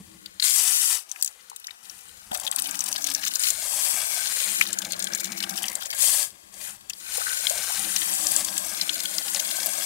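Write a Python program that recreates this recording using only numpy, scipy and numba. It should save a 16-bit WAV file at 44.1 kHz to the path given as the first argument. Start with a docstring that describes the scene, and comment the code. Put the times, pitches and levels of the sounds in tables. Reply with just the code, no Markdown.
"""A bucket drum dies away, then a hose fizzes hard onto a sheet-metal pan; faint sputters, drops and gulps follow.
From 2.5 s loose drops thicken into jets, then splat again at 4.6 s over a bucket drumming under the pipe's pour.
Short jets return near 6 s; from 7 s a longer flow runs to the end with gulps, splats and another bucket drum.
Water is swelling sine bubbles and shaped hiss; pan, pipe and bucket are drifting resonances; low noise rumbles.
A hand-held camera hears it close by; its right port faces away, duller and phase-turned."""
import sys
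import numpy as np
from scipy import signal
from scipy.fft import rfft, irfft
from scipy.io import wavfile
from scipy.ndimage import uniform_filter1d, minimum_filter1d
from numba import njit

SR = 44100
rng = np.random.default_rng(int(sys.argv[2]) if len(sys.argv) > 2 else 0)


def log_audio(samples):
    """Write samples as a 16-bit WAV file to the path given in sys.argv[1]."""
    # one column per channel
    frames = np.atleast_2d(samples).T
    # limit to full scale, then quantise
    limited = np.clip(frames, -1, 1)
    pcm = np.round(limited * 32767).astype(np.int16)
    wavfile.write(sys.argv[1], SR, pcm)


N = 434385
TIME = np.arange(N) / SR

# rumble of room and handling: time_s, level_db
RUMBLE = [(0, -63), (.4, -68), (.52, -105), (1.0, -89.5), (2.3, -66.5), (7.0, -67), (7.9, -62),
          (8.5, -61.5), (9.85, -84)]
# dull low thuds among the water: start_s, level_db, pitch_hz
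THUDS = [(2.314, -32.5, 213), (3.94, -44, 296)]
# the pipe pours on the bucket wall: start_s, end_s, first_level_db, last_level_db,
# upper_ring_hz, upper_ring_above_lower_db
POURS = [(0, 0.048, -42, -63, 324, -5), (2.607, 3.117, -59, -65.5, 291, 2.5),
         (4.48, 5.533, -54.5, -49.5, 336.4, -5), (7.793, 9.85, -55.5, -60.5, 315, -1)]
# big bubbles gulped in pipe and bucket: start_s, level_db, pitch_hz
GULPS = [(1.515, -37, 950), (1.683, -31, 2100), (2.317, -27, 700), (7.178, -26.5, 646),
         (7.215, -26.5, 1600), (7.267, -21.5, 1750), (7.505, -28.5, 650), (7.697, -29.5, 880)]
# resonances of pan and pipe: pitch_hz, width_hz, level_db
PAN_RINGS = [(796, 13, -10), (985, 34, -8), (1594, 63, -1.5), (2370, 200, -2.5)]
# the loudest single drops: start_s, level_db, bubble_pitch_hz
DROPS = [(0.259, -29.5, 4100), (0.3985, -18, 4380), (0.4237, -15.5, 4160), (1.115, -21.5, 6450),
         (1.16, -35.5, 2250), (1.212, -28, 6290), (1.2243, -8.5, 8200), (1.246, -15.5, 8400),
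         (1.26, -21, 7000), (1.276, -23, 6360), (1.499, -27.5, 7500), (1.561, -25, 7850),
         (1.598, -32, 9100), (1.6425, -31.5, 3830), (1.669, -27.5, 5730), (1.707, -33.5, 3640),
         (1.897, -29.5, 5200), (2.315, -27, 3600), (2.341, -36, 8500), (2.374, -21.5, 8300),
         (2.398, -22, 7600), (2.466, -22, 3820), (2.474, -18, 3440), (2.513, -15.5, 8300),
         (2.56, -10, 8900), (2.597, -18, 9500), (2.6206, -15.5, 8700), (2.671, -20, 10500),
         (2.71, -21, 7150), (2.7912, -16.5, 7400), (2.806, -16.5, 6700), (2.839, -17.5, 8350),
         (2.865, -25, 7640), (2.8878, -20, 8400), (2.926, -14.5, 5830), (2.96, -18.5, 4060),
         (2.979, -24, 7960), (3.021, -24, 6580), (3.042, -15, 5600), (3.0715, -17.5, 7040),
         (3.101, -20.5, 8300), (3.137, -21, 8790), (3.148, -14, 6160), (3.25, -19, 6750), (3.28, -17, 6600),
         (3.356, -13, 6240), (3.5035, -9.5, 7300), (4.6104, -8.5, 2470), (4.666, -23.5, 4140),
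         (4.7292, -15, 7440), (4.7868, -13.5, 7340), (4.9208, -16.5, 7900), (4.9927, -17, 8600),
         (5.024, -16.5, 7040), (5.042, -15.5, 7250), (5.134, -19.5, 5600), (5.149, -16, 7100),
         (5.204, -20, 7400), (5.2435, -16.5, 7000), (5.403, -21, 4130), (5.438, -23, 2900),
         (5.57, -21, 8200), (5.639, -23, 2980), (5.682, -17.5, 5400), (5.753, -14.5, 8400),
         (6.897, -20.5, 5900), (6.902, -27.5, 2920), (6.933, -29.5, 4650), (7.171, -14, 9650),
         (7.4682, -17, 3400), (7.4966, -12, 7900), (7.9618, -10, 5600), (8.2684, -14.5, 5900),
         (8.3185, -14, 9150), (8.363, -9.5, 7100), (8.447, -15, 6850), (8.5782, -13, 7360),
         (8.812, -15.5, 4240), (8.893, -19, 3050), (9.055, -20.5, 3000), (9.1821, -15, 5150),
         (9.346, -14, 5900), (9.3975, -12, 4950), (9.66, -12, 10800)]
# spells of the hose, steady jet or broken sputter: start_s, rise_s, end_s, first_spray_db, last_spray_db,
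# patter_above_spray_db, gurgle_above_spray_db
HOSE = [(0.394, 0.049, 0.95, -22.5, -25.5, -45, -48), (1.09, 0.025, 1.23, -56, -50, -1, -10),
        (1.83, 0.007, 2.37, -50.5, -55, -3, -13), (2.31, 0.007, 2.447, -48.5, -49.5, 9.5, 3),
        (2.52, 0.03, 3.37, -42, -42.5, 5.5, -6), (3.36, 0.043, 3.49, -29, -27, -5.5, -22.5),
        (3.5, 0.023, 3.913, -34.5, -26, -16.5, -18), (3.9, 0.0027, 4.6, -30.5, -29.5, -11, -17.5),
        (4.6, 0.0081, 5.93, -45.5, -46.5, 7.5, -1.5), (5.9, 0.12, 6.23, -22, -26.5, -29, -22.5),
        (6.521, 0.1, 6.68, -40, -37.5, -3.5, -12.5), (6.94, 0.2, 8.405, -32.5, -29.5, -9, -15.5),
        (8.37, 0.0073, 10.22, -36.5, -32.5, -5, -12.5)]
# base colour of the spray: frequency_hz, density_db (per Hz)
SPRAY_COLOUR = [(450, -31), (800, -18.5), (2100, -11.5), (4300, -10.5), (5900, -8), (8800, -2),
                (10500, -6.5), (13500, -11.5), (16000, -17.5)]
# right port shaded against left: frequency_hz, left_louder_db
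BALANCE = [(60, 1.4), (200, 3.7), (2400, 11), (8000, 18.9), (15000, 26.7)]
# phase between the ports: frequency_hz, left_leads_rad
LEAD = [(60, 0), (260, 1.3), (600, 2.8), (15000, 4.6)]
# how alike the ports are: frequency_hz, likeness (0-1)
ALIKE = [(40, .5), (300, .85), (1000, .88), (15000, .45)]

ROOM_DB = -58  # faint trickle and room hiss
POUR_RISE_S, POUR_FALL_S, DRY_DB = 0.034, 0.23, -68
BUCKET_HZ, BUCKET_WIDTH_HZ, UPPER_WIDTH_HZ = 195, 44, 22
BUCKET_WANDER, PAN_WANDER = .015, .025  # typical share by which each ring's pitch drifts
SPRAY_FALL_S, SHUT_DB = 0.09, -53  # each spell falls to this spray level, then stops
DRIP_DB, DRIP_PATTER_DB, DRIP_GURGLE_DB = -59.5, -5, -15  # floor of spray; the others relative to it
SWELL_CYCLES = 0.4  # time constant of a bubble's onset
CASING_T60_S, CASING_DB = .03, -8
LIMIT, LIMIT_S = .97, .002  # full-scale share, half the look-around
TOP_HZ = 15700


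def undb(db):
    """Decibels to amplitude."""
    return 10 ** (np.asarray(db) / 20)


def unit(x):
    """Scale to an RMS of 1."""
    return x / np.sqrt(np.mean(x ** 2))


def curves(table):
    """Columns of a time table, one value a sample."""
    s, *columns = np.transpose(table)
    return [np.interp(TIME, s, c) for c in columns]


def along(table):
    """A frequency table read on the bins of the spectrum, along log frequency."""
    hz, value = np.transpose(table)
    return np.interp(np.log(np.fft.rfftfreq(N, 1 / SR) + 1), np.log(hz), value)


def band(x, hz, width_hz):
    """Fixed resonance with gain 1 at the centre."""
    return signal.lfilter(*signal.iirpeak(hz, hz / width_hz, fs=SR), x)


@njit
def moving_band(x, hz, width_hz):
    """Resonance whose centre moves sample by sample, gain 1 at the centre."""
    y, band_state, low_state = np.empty(len(x)), 0., 0.
    for i in range(len(x)):
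        g, damping = np.tan(np.pi * hz[i] / SR), width_hz / hz[i]
        v = (band_state + g * (x[i] - low_state)) / (1 + g * (g + damping))
        band_state = 2 * v - band_state
        low_state = low_state + 2 * g * v
        y[i] = damping * v
    return y


def walk(rate):
    """Random levels, a new one each 1 / rate s, smoothed twice; spread near 1."""
    k = int(SR / rate)
    steps = np.repeat(rng.standard_normal(N // k + 1), k)
    return 4 / 3 * uniform_filter1d(uniform_filter1d(steps, k), k)[:N]


def spell(start, rise, end, fall, first_db, last_db, quiet_db):
    """Gain that rises from quiet, drifts from first to last level and falls back; silent outside."""
    times = [start, start + rise, max(end, start + rise + 1e-3), end + fall]
    db = np.interp(TIME, times, [quiet_db, first_db, last_db, quiet_db])
    return undb(db) * (TIME >= start) * (TIME <= end + fall)


@njit
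def ring(out, start, hz, cycles, size, glide, swell):
    """Decaying sines that swell in, fade by 60 dB over their cycles and glide up by a share of the pitch."""
    for g in range(len(start)):
        length = int(cycles[g] * SR / hz[g])
        z, fade = size[g] + 0j, np.log(1000.) / max(length, 1)
        p = np.exp(2j * np.pi * hz[g] / SR - fade)
        turn = np.exp(2j * np.pi * hz[g] / SR * glide / max(length, 1))
        held, step = 1., np.exp(-hz[g] / SR / swell)
        for i in range(start[g], min(start[g] + length, len(out))):
            out[i] += z.imag * (1 - held) ** 2
            z *= p
            p *= turn
            held *= step
    return out


def bubbles(s, hz, cycles, size, glide, swell=SWELL_CYCLES):
    """Air bubbles under water, each a short sine ringing at its own pitch from time s."""
    start = np.clip(s * SR, 0, N - 1).astype(np.int64)
    hz = np.clip(hz, 50, .4 * SR)
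    return ring(np.zeros(N), start, hz, cycles + 0 * s, size + 0 * s, float(glide), float(swell))


def shower(count, lo_hz, hi_hz, cycles, spread_db, glide):
    """Bubbles at random moments and sizes, a few much louder than the rest."""
    u = rng.random((count, 4)).T
    size = undb(-spread_db * np.log(1 - u[2])) * np.sign(u[3] - .5)
    pitch = lo_hz * (hi_hz / lo_hz) ** u[1]
    length = cycles * (.5 + np.abs(2 * u[3] - 1))
    return unit(bubbles(u[0] * N / SR, pitch, length, size, glide))


def splats(s, db, hz, cycles, octaves, scatter_s, mist_db, mist_s):
    """A drop spreads over a few ms, traps bubbles around its own pitch and throws a broad mist of droplets."""
    u = rng.random((len(s), 6, 3))
    late = scatter_s * u[..., 0] ** 2
    pitch = hz[:, None] * 2 ** (octaves * (u[..., 1] - u[..., 2]))
    size = undb(db[:, None] - 1560 * late) * np.sign(u[..., 2] - .5)  # later bubbles are weaker
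    body = bubbles((s[:, None] + late).ravel(), pitch.ravel(), cycles, size.ravel(), 0.33)
    u = rng.random((len(s), 40, 4))
    late = -mist_s / 2 * np.log((1 - u[..., 0]) * (1 - u[..., 3]))  # mist_s on average
    floor_hz = .4 * hz[:, None]
    pitch = floor_hz + (17000 - floor_hz) * u[..., 1] ** 1.8
    size = undb(db[:, None] + mist_db - 130 * late) * (2 * u[..., 2] - 1)
    size = size * np.minimum(pitch / hz[:, None], 1) ** 2  # weaker below the drop's pitch
    return body + bubbles((s[:, None] + late).ravel(), pitch.ravel(), 17.9, size.ravel(), 0)


def room():
    """Faint trickle and room tone as steady, broadly band-shaped noise."""
    hiss = band(band(rng.standard_normal(N), 960, 11000), 960, 11000)
    return undb(ROOM_DB) * unit(hiss)


def rumble(level_db):
    """Room and handling rumble: low band noise that wavers in level."""
    low = band(band(rng.standard_normal(N), 63, 87), 63, 87)
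    return unit(low) * undb(level_db + 1.6 * walk(14))


def thuds():
    """Dull low thuds, each a short low sine with a quick swell."""
    s, db, hz = np.transpose(THUDS)
    return bubbles(s, hz, 11.5, undb(db), 0.069, swell=0.053)


def bucket(rumble_db):
    """The stream's noise excites two wavering rings of the bucket wall."""
    # between pours the drum rests at its dry level, or at the rumble's where that is lower
    rest = undb(DRY_DB) * np.minimum(undb(rumble_db - DRY_DB), 1)
    gains = np.array([rest + spell(start - POUR_RISE_S, POUR_RISE_S, end, POUR_FALL_S, first_db, last_db, DRY_DB)
                      for start, end, first_db, last_db, *_ in POURS])
    # the strongest pour sets the upper ring
    upper_hz, upper_db = np.array(POURS)[gains.argmax(axis=0), -2:].T
    stream = rng.standard_normal(N) * undb(walk(16))

    def wall(hz, width_hz):
        """One ring of the wall, drifting in pitch."""
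        hz = hz * (1 + BUCKET_WANDER * walk(7))
        return unit(moving_band(moving_band(stream, hz, 1. * width_hz), hz, 1. * width_hz))

    drum = wall(BUCKET_HZ, BUCKET_WIDTH_HZ) + undb(upper_db) * wall(upper_hz, UPPER_WIDTH_HZ)
    return drum * gains.max(axis=0)


def low_end():
    """Rumble, bucket drum and thuds together."""
    rumble_db, = curves(RUMBLE)
    return rumble(rumble_db) + bucket(rumble_db) + thuds()


def gulps():
    """Each gulp is four long bubbles close in time and pitch, the first the loudest."""
    s, db, hz = np.transpose(GULPS)
    u = rng.random((len(s), 4, 2))
    late = 0.045 * u[..., 0] * np.arange(4) / 3
    pitch = hz[:, None] * (1 + 0.37 * (u[..., 1] - .5))
    size = undb(db[:, None] - 120 * late)
    return bubbles((s[:, None] + late).ravel(), pitch.ravel(), 16.6, size.ravel(), 0)


def pan_rings(x):
    """Pan and pipe resonate; each ring comes, goes and drifts in pitch as the water shifts."""
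    total = np.zeros(N)
    for k, (hz, width_hz, db) in enumerate(PAN_RINGS):
        level = (-1) ** k * undb(db + 3.3 * walk(8))  # neighbours in opposite sign
        total += level * moving_band(x, hz * (1 + PAN_WANDER * walk(3)), 1. * width_hz)
    return total


def gurgle():
    """Larger bubbles and splashes, partly through the resonances of pan and pipe."""
    water = shower(count=9000, lo_hz=525, hi_hz=3605, cycles=19.6, spread_db=1.0, glide=0.32)
    return unit(unit(pan_rings(water)) * undb(1.0) + water)


def patter():
    """Many small drops of all pitches, most of them faint, each a splat with its mist."""
    u = rng.random((1300, 3)).T
    pitch = 2400 * 3.73 ** np.sqrt(u[2])
    return unit(splats(u[0] * N / SR, -24 * np.sqrt(u[1]), pitch, 9.5, 0.55, 0.0046, 1.7, .004))


def loud_drops():
    """The loudest drops, one splat of trapped bubbles and mist each."""
    s, db, hz = np.transpose(DROPS)
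    return splats(s, db, hz, 32.6, 0.32, .004, -1.5, .003)


def hose():
    """Gains of spray, patter and gurgle: the strongest spell leads, and the pan keeps dripping below."""
    rows = [undb([[DRIP_DB], [DRIP_DB + DRIP_PATTER_DB], [DRIP_DB + DRIP_GURGLE_DB]]) + 0 * TIME]
    for start, rise, end, first_db, last_db, patter_db, gurgle_db in HOSE:
        gain = spell(start, rise, end, SPRAY_FALL_S, first_db, last_db, SHUT_DB)
        rows.append(undb([[0], [patter_db], [gurgle_db]]) * gain)
    return np.max(rows, axis=0)


def spray(jet):
    """Fine bubble fizz and hiss, coloured by the jet; a harder jet is brighter."""
    fizz = shower(count=30000, lo_hz=4000, hi_hz=14000, cycles=12, spread_db=2.2, glide=0.1)
    spectrum = rfft(fizz + undb(2.0) * rng.standard_normal(N))
    flat = spectrum / uniform_filter1d(np.abs(spectrum), size=4000)
    coloured = unit(irfft(flat * undb(along(SPRAY_COLOUR)), N))
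    low = signal.lfilter(*signal.butter(2, 5000, fs=SR), coloured)
    bright = coloured - .5 * jet / jet.max() * low
    return jet * bright * undb(.5 * walk(40))


def casing(x):
    """Close metal walls smear each splash into a short coloured tail; the colour shifts as the hand moves."""
    t = TIME[:int(.06 * SR)]
    tails = rng.standard_normal((3, len(t))) * undb(-60 * t / CASING_T60_S)
    turn = np.array([walk(5) for tail in tails])
    turn = turn / np.sqrt(np.sum(turn ** 2, axis=0))  # the tails trade places at constant power
    smear = np.zeros(N)
    for k, tail in zip(turn, tails):
        smear += k * signal.fftconvolve(x, tail / np.sqrt(np.sum(tail ** 2)))[:N]
    return x + undb(CASING_DB) * smear


def scene():
    """All water sounds in the cramped casing; the second row is what reaches the far port by other paths."""
    jet, loose, slosh = hose()
    drops = loose * patter() + loud_drops()
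    water = room() + gulps() + undb(-9.5) * pan_rings(drops) + slosh * gurgle() + drops + spray(jet)
    # small bubbles and droplets carry no bass
    water = signal.sosfilt(signal.butter(3, 360, "high", fs=SR, output="sos"), water)
    dry = low_end() + casing(water)
    # those paths keep shifting as water and hand move, so their sign and strength wander
    return np.array([dry, dry * unit(walk(60))])


def record(dry):
    """The right port is shaded and phase-turned; a limiter ducks the peaks, then the top is cut."""
    left, other = rfft(dry)
    alike = np.clip(along(ALIKE), 0, 1)
    shade = undb(-along(BALANCE))
    turn = np.exp(-1j * along(LEAD))
    right = shade * (alike * turn * left + np.sqrt(1 - alike ** 2) * other)
    # set levels for the mean of both ports, despite their partial cancelling
    gain = 2 / np.sqrt(1 + shade ** 2 + 2 * shade * alike * turn.real)
    ports = irfft(gain * np.array([left, right]), N)
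    span = int(LIMIT_S * SR)
    duck = LIMIT / np.maximum(np.abs(ports).max(axis=0), LIMIT)
    ports = ports * uniform_filter1d(minimum_filter1d(duck, size=2 * span), size=span)
    return signal.sosfilt(signal.ellip(10, .2, 80, TOP_HZ, fs=SR, output="sos"), ports)


dry = scene()
out = record(dry)
log_audio(out)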